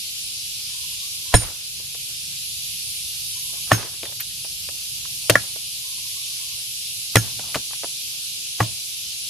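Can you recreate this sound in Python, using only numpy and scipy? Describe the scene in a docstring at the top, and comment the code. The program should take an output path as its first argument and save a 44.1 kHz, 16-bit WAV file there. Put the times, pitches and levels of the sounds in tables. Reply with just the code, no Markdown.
"""An earth slope with a boulder on it, struck by a sledgehammer, with a rock face further off.
Blows: jagged noise forces drive stone resonances; noise crushes and patters; sines thud and ring as steel.
Falling chips tick and knock through noisy resonances; swings swish and grit slides in swells of noise.
All round, two bands of noise hiss as far cicadas, a bird coos in gliding sines, and something rumbles
far away. Delayed noise tails echo off the slope, and the microphone clips on the blows."""
import sys
import numpy as np
from scipy import signal
from scipy.fft import rfft, irfft, next_fast_len
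from scipy.io import wavfile
from scipy.ndimage import uniform_filter1d, map_coordinates

SR = 44100
rng = np.random.default_rng(int(sys.argv[2]) if len(sys.argv) > 2 else 0)


def inscribe(sig):
    """Save sig as 16-bit PCM at rate SR to the path in sys.argv[1].

    A 1-D sig is mono; a 2-D sig holds one channel per row.
    Samples are clipped to [-1, 1] before scaling.
    """
    pcm = np.round(np.clip(np.atleast_2d(sig).T, -1, 1) * 32767)
    wavfile.write(sys.argv[1], SR, pcm.astype(np.int16))


N = 409688
T = np.arange(SR // 2) / SR  # time after a contact, s


def amp(db):
    """Gain of a level in dB."""
    return 10 ** (np.asarray(db) / 20)


def unit(x):
    """x at rms 1."""
    return x / np.sqrt(np.mean(x ** 2, axis=-1, keepdims=True) + 1e-20)


def along(points, hz):
    """Points of (f/Hz, value) read on a log frequency axis."""
    f, v = np.transpose(points)
    return np.interp(np.log(hz + 1), np.log(f + 1), v)


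def curves(rows):
    """One value per sample for each column after the time."""
    s, *cols = np.transpose(rows)
    return [np.interp(np.arange(N) / SR, s, c) for c in cols]


def wobble(rate):
    """A smooth random curve, rate knots a second."""
    knots = rng.standard_normal(int(N * rate / SR) + 4)
    return map_coordinates(knots, [np.arange(N) * rate / SR])


def filtered(x, response):
    """x times a complex response of frequency."""
    n = x.shape[-1]
    m = next_fast_len(n + SR // 4)
    return irfft(rfft(x, m) * response(np.fft.rfftfreq(m, 1 / SR)), m)[..., :n]


def resonated(x, hz, width_hz):
    """x through one resonance."""
    return filtered(x, lambda f: 1j * f * width_hz / (hz * hz - f * f + 1j * f * width_hz))


def patchy_noise(spectrum, alike, patchy_db):
    """Stereo noise, its centre at rms 1, with patches of random gain over time and frequency."""
    z = signal.stft(rng.standard_normal((2, N)), nperseg=512)[2]
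    field = rng.standard_normal(z.shape)
    field = uniform_filter1d(uniform_filter1d(field, size=8, axis=1), size=12, axis=2)
    a, b = signal.istft(z * amp(patchy_db * field / field.std()), nperseg=512)[1][:, :N]
    # alike sets the correlation of the two sides
    angle = np.arccos(np.clip(alike, -1, 1)) / 2
    left = np.cos(angle) * a + np.sin(angle) * b
    right = np.cos(angle) * a - np.sin(angle) * b
    pair = filtered(np.array([left, right]), lambda hz: amp(along(spectrum, hz)))
    return pair / pair.mean(axis=0).std()


def add(track, s, sound):
    """Lays sound into track from s seconds on."""
    part = track[..., round(s * SR):][..., :sound.shape[-1]]
    part += sound[..., :part.shape[-1]]


# spectra of the two kinds of singer: f/Hz, relative level/dB
LOW_SPECTRUM = [(1000, -60.5), (1700, -32), (2360, -6.5), (2790, -1), (4870, 1.5), (8200, -6), (10700, -33),
                (18000, -120)]
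HIGH_SPECTRUM = [(6000, -34.5), (8000, -12.5), (9700, 2), (11800, -3), (13700, -10), (14200, -24.5),
                 (14500, -73.5)]
# swell of the high chorus: t/s, level/dB
HIGH_SWELL = [(0, -38), (3, -35.5), (6.8, -36.5), (9.29, -37.5)]
# dips of the hiss after a blow: t/s, depth/dB, recovery/s
HISS_LULLS = [(1.38, 3, .7), (3.74, 3.5, 0.93), (5.4, 1.5, 0.36)]
LOW_CHORUS_DB, LULL_FALL_S = -34, 0.069


def cicadas():
    """Far singers blur into two bands of hiss; the upper swells on its own and both dip together."""
    high_db, = curves(HIGH_SWELL)
    lull_db = 0
    for s, depth_db, back in HISS_LULLS:
        after = np.maximum(np.arange(N) / SR - s, 0)
        lull_db = lull_db - depth_db * (1 - np.exp(-after / LULL_FALL_S)) * np.exp(-(after / back) ** 2)
    low = amp(LOW_CHORUS_DB) * patchy_noise(LOW_SPECTRUM, alike=0.028, patchy_db=1.18)
    high = amp(high_db + 0.27 * wobble(8)) * patchy_noise(HIGH_SPECTRUM, alike=.02, patchy_db=2.0)
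    return amp(lull_db) * (low + high * amp([[-1.2], [1.2]]))


# swell of the far rumble: t/s, level/dB
RUMBLE_SWELL = [(0, -53.5), (5.2, -52), (5.5, -54.5), (9.29, -58)]
# spectra of the rumble and of the air: f/Hz, relative level/dB
RUMBLE_SPECTRUM = [(14, -48.5), (41, -9.5), (75, -5), (135, -2.5), (201, -14), (340, -57), (570, -120)]
AIR_SPECTRUM = [(150, -28.5), (250, -0.5), (1030, -8.5), (1900, -4.5), (2500, -39)]
AIR_DB = -63


def background():
    """Low-band noise rumbles far away under a faint, wide wash of air."""
    rumble_db, = curves(RUMBLE_SWELL)
    rumble = amp(rumble_db) * patchy_noise(RUMBLE_SPECTRUM, alike=.8, patchy_db=1.2)
    return rumble + amp(AIR_DB) * patchy_noise(AIR_SPECTRUM, alike=.06, patchy_db=2.5)


# notes of one phrase: t after its start/s, length/s, start f/Hz, end f/Hz, level before the mix/dB
BIRD_NOTES = [(.01, 0.075, 1015, 1050, -53), (0.092, 0.032, 1047, 1032, -52),
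              (0.145, 0.0322, 1030, 1021, -56), (0.223, 0.033, 1063, 1027, -52),
              (.325, .055, 1050, 1165, -55), (.4, 0.12, 1140, 1110, -62.5), (0.565, .065, 1000, 1110, -54),
              (.635, .09, 1010, 1130, -61)]
# phrases: t/s, notes sung
BIRD_PHRASES = [(.685, 7), (3.345, 5), (5.825, 8)]


def bird():
    """A phrase of soft gliding whistles, sung a little differently and to a different length each time."""
    out, waver = np.zeros(N), wobble(40)
    chance = rng.standard_normal((len(BIRD_PHRASES), len(BIRD_NOTES), 2))
    for (start, count), draws in zip(BIRD_PHRASES, chance):
        for note, (louder, sharper) in zip(BIRD_NOTES[:count], draws):
            after, length, start_hz, end_hz, db = note
            u = np.arange(round(length * SR)) / (length * SR)
            pitch = start_hz + (end_hz - start_hz) * np.sin(np.pi * u / 2) ** 2
            drift = waver[round((start + after) * SR):][:len(u)]
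            sung = pitch * (1 + .005 * sharper + .007 * drift)
            whistle = np.sin(np.pi * u) ** 0.41 * np.sin(2 * np.pi * np.cumsum(sung) / SR)
            add(out, start + after, amp(db + 0.97 * louder) * whistle)
    return out * amp(2.5 * wobble(45))


# echo of the hillside: f/Hz, t60/s
SLOPE_DECAY = [(100, .26), (600, .2), (2000, .15), (10000, .1)]


def hillside(x, delay):
    """A delayed noise tail answers x, each frequency dying at its own speed."""
    hz, t, z = signal.stft(rng.standard_normal((2, SR // 2)), SR, nperseg=256)
    fading = amp(-60 * t / along(SLOPE_DECAY, hz)[:, None])
    tail = signal.istft(z * fading, SR, nperseg=256)[1]
    late = np.pad(x.mean(axis=0), (round(delay * SR), 0))
    return signal.fftconvolve(late[None], tail / np.linalg.norm(tail[0]), axes=1)[:, :N]


def struck(force, hz, db, t60):
    """One mode driven by a force, peaking at db."""
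    mode = resonated(force, hz, np.log(1000) / (np.pi * t60))
    return amp(db) * mode / np.abs(mode).max()


def ringing(modes, rise):
    """Damped modes that all start together and swell over rise seconds."""
    tones = sum(amp(db - 60 * T / t60) * np.sin(2 * np.pi * hz * T) for hz, db, t60 in modes)
    return (1 - np.exp(-T / rise)) * tones


SPLINTERS = 14  # pieces that break off at each blow
SPLINTER_HZ, SPLINTER_OCTAVES, SPLINTER_T60_S = 3640, 1.8, 0.0056  # middle pitch, spread, ring
BREAKING = 2.3  # span of the snapping, in contact times


def splinters(bits, contact):
    """Flakes snap off at scattered moments, each with a short note of its own."""
    when, pitch, size, side = bits.T[..., None]
    t = np.maximum(T[:SR // 8] - BREAKING * contact * when, 0)
    hz = SPLINTER_HZ * 2 ** (SPLINTER_OCTAVES * (pitch - .5))
    notes = amp(-12 * size - 60 * t / SPLINTER_T60_S) * np.sin(2 * np.pi * hz * t)
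    left = (notes * amp(3 - 6 * side)).sum(axis=0)
    right = (notes * amp(6 * side - 3)).sum(axis=0)
    return np.pad(np.array([left, right]), ((0, 0), (0, len(T) - SR // 8)))


# blows: t/s, contact/s, lowest knock f/Hz, middle knock f/Hz, edge f/Hz, then levels/dB: slab, knock,
# (knock brightness, dB per octave), clack, crush, dust, thud, ground, lead-in noise, steel families 1, 2, 3
HAMMER_BLOWS = [(1.3401, 0.01, 578, 717.5, 1475, -21, 0, -1, -6.5, -14.5, -17, -7.5, 3, -24.5, -15.5, -37.5, -8.5),
                (3.7170, 0.0029, 623, 1130, 1746, -28.5, 7, -1.5, 2.5, -15, -16.5, -9, -28.5, -21.5, -18.5, -20.5, -25),
                (5.2968, 0.0067, 563, 1148, 1864, -35, -4, -8.5, -7.5, -4.5, -34, -14, -37.5, -42, -29.5, -32, -44),
                (5.355, 0.0039, 592, 1084, 1780, -10.5, 1.5, 7.5, 1, -17, -31, -22, -36, -38.5, -25, -39, -42.5),
                (7.156, 0.0036, 590, 810, 1976, -29.5, -1, -7.5, -6.5, -1.5, -24.5, -5.5, -44, -34, -18.5, -20.5, -19),
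                (7.168, 0.0041, 557, 796, 1768, -19.5, -10, -6.5, -9.5, -10.5, -39.5, -32, -41.5, -63, -37.5, -46, -25),
                (8.6039, 0.0082, 480, 835, 1110, -51.5, -5, 3.5, -8.5, -24.5, -39.5, -11, -45, -29.5, -41, -30, -34)]
# lowest and middle knock, pitched by the spot struck: relative level/dB, t60/s
STONE_KNOCKS = [(-5, 0.014), (-6.5, 0.012)]
# a loose slab rings on: f/Hz, relative level/dB, t60/s
SLAB_MODES = [(1690, -1, .09), (1400, 0, .075)]
# crushed rock: f/Hz, relative level/dB
GRIT_SPECTRUM = [(300, -21.5), (1000, -7), (2500, -2.5), (6000, -9.5), (10000, -5.5), (16000, -16.5)]
# body of the boulder: f/Hz, relative level/dB, t60/s
BOULDER_MODES = [(114, 5, 0.13), (180, -2, 0.1), (301, -4, 0.072)]
# soft earth under the boulder: f/Hz, t60/s
EARTH_MODE = (48, 0.071)
# steel head, three families driven differently by where the face lands: f/Hz, relative level/dB, t60/s
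STEEL_FAMILIES = [
    [(5329, 0, .14)],
    [(6370, 0, .22), (13900, -5, .15)],
    [(9296, 0, .22), (9360, -5, .19), (8650, -4, .09), (6866, -7, .17), (11230, -10, .22), (3960, 3, .045),
     (3300, 3, .04)],
]
EDGE_T60_S = 0.012  # a thin edge of the stone clacks briefly
PIVOT_HZ = 900  # knock brightness turns about this pitch
SPLINTER_DB = -5.5  # over the crush
TOSSED_S, TOSSED_DB = .058, -11  # tossed grit lands again: flight, level over the dust
TOSSED_HZ, TOSSED_T60_S = 692, .35
STEEL_WAVER_DB = 3.5  # slow random level waver of the steel ring, rms
LEAD_IN_HZ, LEAD_IN_GROWS_S = 850, 0.0067  # brief noise swell just before each contact


def hammer():
    """Each blow knocks and crushes the stone, shakes boulder and ground, and rings the steel."""
    out = np.zeros((2, N))
    noise = rng.standard_normal((len(HAMMER_BLOWS), 7, len(T)))
    shards = rng.random((len(HAMMER_BLOWS), SPLINTERS, 4))
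    for blow, z, bits in zip(HAMMER_BLOWS, noise, shards):
        s, contact, low_hz, mid_hz, edge_hz, slab_db, knock_db, bright, clack_db, *rest = blow
        crush_db, dust_db, thud_db, ground_db, lead_in_db, *steel_db = rest
        pressing = np.exp(-(T / contact) ** 2)
        # one jolt, then a jagged force while the face grinds in, a little different on each side
        force = (z[0] + 0.36 * z[4:6]) * pressing
        force[:, 4] = 8
        force = uniform_filter1d(force, size=9)
        clack = struck(force, edge_hz, clack_db, EDGE_T60_S)
        stone = clack + amp(slab_db) * sum(struck(force, *mode) for mode in SLAB_MODES)
        # the bulk of the stone feels only the slower part
        push = uniform_filter1d(force, size=14, mode="constant")
        for hz, (db, t60) in zip((low_hz, mid_hz), STONE_KNOCKS):
            tilt_db = bright * np.log2(hz / PIVOT_HZ)
            stone = stone + struck(push, hz, knock_db + db + tilt_db, t60)

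        grit = unit(filtered(z[1:3] + 0.5 * z[3], lambda f: amp(along(GRIT_SPECTRUM, f))))
        crush = (1 - np.exp(-T / 0.00067)) * amp(crush_db) * pressing * grit
        crush += amp(crush_db + SPLINTER_DB) * splinters(bits, contact)
        # broken bits patter down unevenly, duller than the crack
        uneven_db = 1.7 * unit(uniform_filter1d(z[0], size=150))
        patter = amp(dust_db - 60 * T / 0.13 + uneven_db)
        crush += patter * unit(resonated(grit[:, ::-1], 1600, 3400))
        late = np.maximum(T - TOSSED_S, 0)
        uneven_db = 2.5 * unit(uniform_filter1d(z[3], size=300))
        shower = amp(dust_db + TOSSED_DB - 60 * late / TOSSED_T60_S + uneven_db)
        shower = shower * (1 - np.exp(-late / 0.017))
        crush += shower * unit(resonated(z[4:6, ::-1] + z[6], TOSSED_HZ, 1500))

        thud = amp(thud_db) * ringing(BOULDER_MODES, rise=0.0098)
        # the earth yields slowly, its phase set back differently on each side
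        earth_hz, earth_t60 = EARTH_MODE
        ground = amp(ground_db - 60 * T / earth_t60) * (1 - np.exp(-T / 0.006))
        ground = ground * np.sin(2 * np.pi * earth_hz * (T - np.array([[.0085], [.005]])))
        steel = 0
        for level, family, draw in zip(steel_db, STEEL_FAMILIES, z[1:4, ::-1]):
            waver = unit(uniform_filter1d(uniform_filter1d(draw, size=400), size=400))
            steel = steel + amp(level + STEEL_WAVER_DB * waver) * ringing(family, rise=0.0099)
        add(out, s, stone + crush + thud + ground * amp([[-4], [4]]) + steel * amp([[-1.5], [1.5]]))
        # the lead-in swells up to the contact and stops there
        lead_in = unit(resonated(z[6], LEAD_IN_HZ, LEAD_IN_HZ)) * np.exp(-T / LEAD_IN_GROWS_S)[::-1]
        add(out, s - len(T) / SR, amp(lead_in_db) * lead_in)
    return out


def knock(noise, hz, t60, width):
    """A jolt and a dying scrape of rough contact through a resonance, width as a share of its pitch."""
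    scrape = unit(resonated(noise, hz, width * hz)) * amp(-60 * T / t60) * (1 - np.exp(-T / 0.00029))
    push = np.cos(2 * np.pi * hz * T) * np.exp(-1.5 * width * hz * T) * (1 - np.exp(-4 * hz * T))
    return 0.81 * scrape + 1.2 * push


# short ticks and knocks, one just ahead of a blow: t/s, level/dB, f/Hz, snap level over the tick/dB
TICKS = [(1.799, -47, 377, -11.5), (1.947, -37, 605, 0.5), (3.7129, -19, 1000, -15.5),
         (4.032, -26.5, 386, 7), (4.054, -26, 2094, -5.5), (4.069, -38, 3540, 0), (4.123, -39.5, 660, 3),
         (4.23, -34.5, 3790, 0), (4.446, -34, 550, 3), (4.688, -32.5, 560, 8), (5.053, -35.5, 1200, -3.5),
         (5.303, -10, 2100, -6), (5.56, -37.5, 524, -10), (7.394, -29, 514, -3.5), (7.5445, -16, 1787, -13),
         (7.5493, -15.5, 2000, -21.5), (7.556, -22.5, 2880, -8), (7.5563, -15, 590, -13.5),
         (7.56, -22.5, 100, -32), (7.707, -36.5, 1140, -6), (7.733, -32.5, 1260, -7),
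         (7.8332, -27.5, 643, -5), (7.843, -25, 400, -17.5), (8.626, -26, 1450, -20)]
LUMP_T60_S, LUMP_HZ, SHORTENS = 0.05, 501, 0.36  # ring at that pitch; power by which higher ones die sooner
PING_HZ, PING_T60_S = 3000, .065  # ticks above this pitch are narrow, ringing pings
SNAP_HZ, SNAP_T60_S = 2680, 0.011  # the hard edge of a knock


def chips():
    """Short ticks and knocks: among the knocks the lower ones ring longer, and each snaps; the highest ticks
    are narrow, ringing pings."""
    out = np.zeros((2, N))
    noise = rng.standard_normal((len(TICKS), 2, len(T)))
    sides = rng.normal(0, 1.5, len(TICKS))
    for (s, db, hz, snap_db), z, side in zip(TICKS, noise, sides):
        if hz > PING_HZ:
            tick = knock(z[0], hz, PING_T60_S, width=0.0062)
        else:
            tick = knock(z[0], hz, LUMP_T60_S * (LUMP_HZ / hz) ** SHORTENS, width=0.77)
            tick = tick + amp(snap_db) * knock(z[1], SNAP_HZ, SNAP_T60_S, width=0.44)
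        add(out, s, tick * amp([[db + side], [db - side]]))
    return out


# soft swishes of the swing before a blow, grit sliding and the boulder rocking:
# t/s, length/s, level/dB, f/Hz
SWISHES_AND_SLIDES = [(3.516, 0.085, -51, 590), (3.66, 0.082, -50.5, 1016), (4.031, 0.1, -47, 540),
                      (4.195, 0.028, -31.5, 2450), (4.202, 0.016, -26.5, 12680), (7.298, 0.26, -44.5, 90),
                      (7.376, 0.26, -51, 830)]


def swishes_and_slides():
    """Uneven noise swells and fades without a sharp start, in a narrower band when high."""
    out = np.zeros((2, N))
    noise = rng.standard_normal((len(SWISHES_AND_SLIDES), 3, len(T)))
    for (s, length, db, hz), z in zip(SWISHES_AND_SLIDES, noise):
        uneven_db = 2.0 * unit(uniform_filter1d(z[2, ::-1], size=200))
        grains = (z[:2] + 1.9 * z[2]) * amp(uneven_db)
        u = 3 * T / length  # the swell crests a third of the way in
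        swell = (u * np.exp(1 - u)) ** 2
        width = (.9 if hz < 3000 else .14) * hz
        band = resonated(resonated(grains, hz, width), hz, 2 * width)
        add(out, s, amp(db) * swell * unit(band))
    return out


NEAR_S, NEAR_DB = .0064, -18  # the slope behind: delay, level
FACE_S, FACE_DB = .075, -24  # a rock face further off: delay, level
SCATTER_HZ, SCATTER_RATE = 300, 900  # broken ground blurs echoes above this pitch, at so many knots a second


def scene():
    """Work in front with its echoes, animals and distance behind."""
    work = hammer() + chips() + swishes_and_slides()
    song = bird() * amp([[-1], [1]])
    far_song = amp(-2) * song + amp(-4) * hillside(song, NEAR_S)
    deep = filtered(work, lambda hz: 1 / (1 + 1j * hz / SCATTER_HZ) ** 2)
    blurred = deep + (work - deep) * unit(wobble(SCATTER_RATE))
    echoes = amp(NEAR_DB) * hillside(blurred, NEAR_S) + amp(FACE_DB) * hillside(deep, FACE_S)
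    return work + echoes + far_song + cicadas() + background()


TOP_HZ = 15360  # band limit of the microphone input


def record(dry):
    """The input clips with a rounded knee at full scale and keeps nothing above its band limit."""
    clipped = dry / (1 + np.abs(dry) ** 8) ** (1 / 8)
    return np.clip(filtered(clipped, lambda hz: hz < TOP_HZ), -1, 1)


dry = scene()
out = record(dry)
inscribe(out)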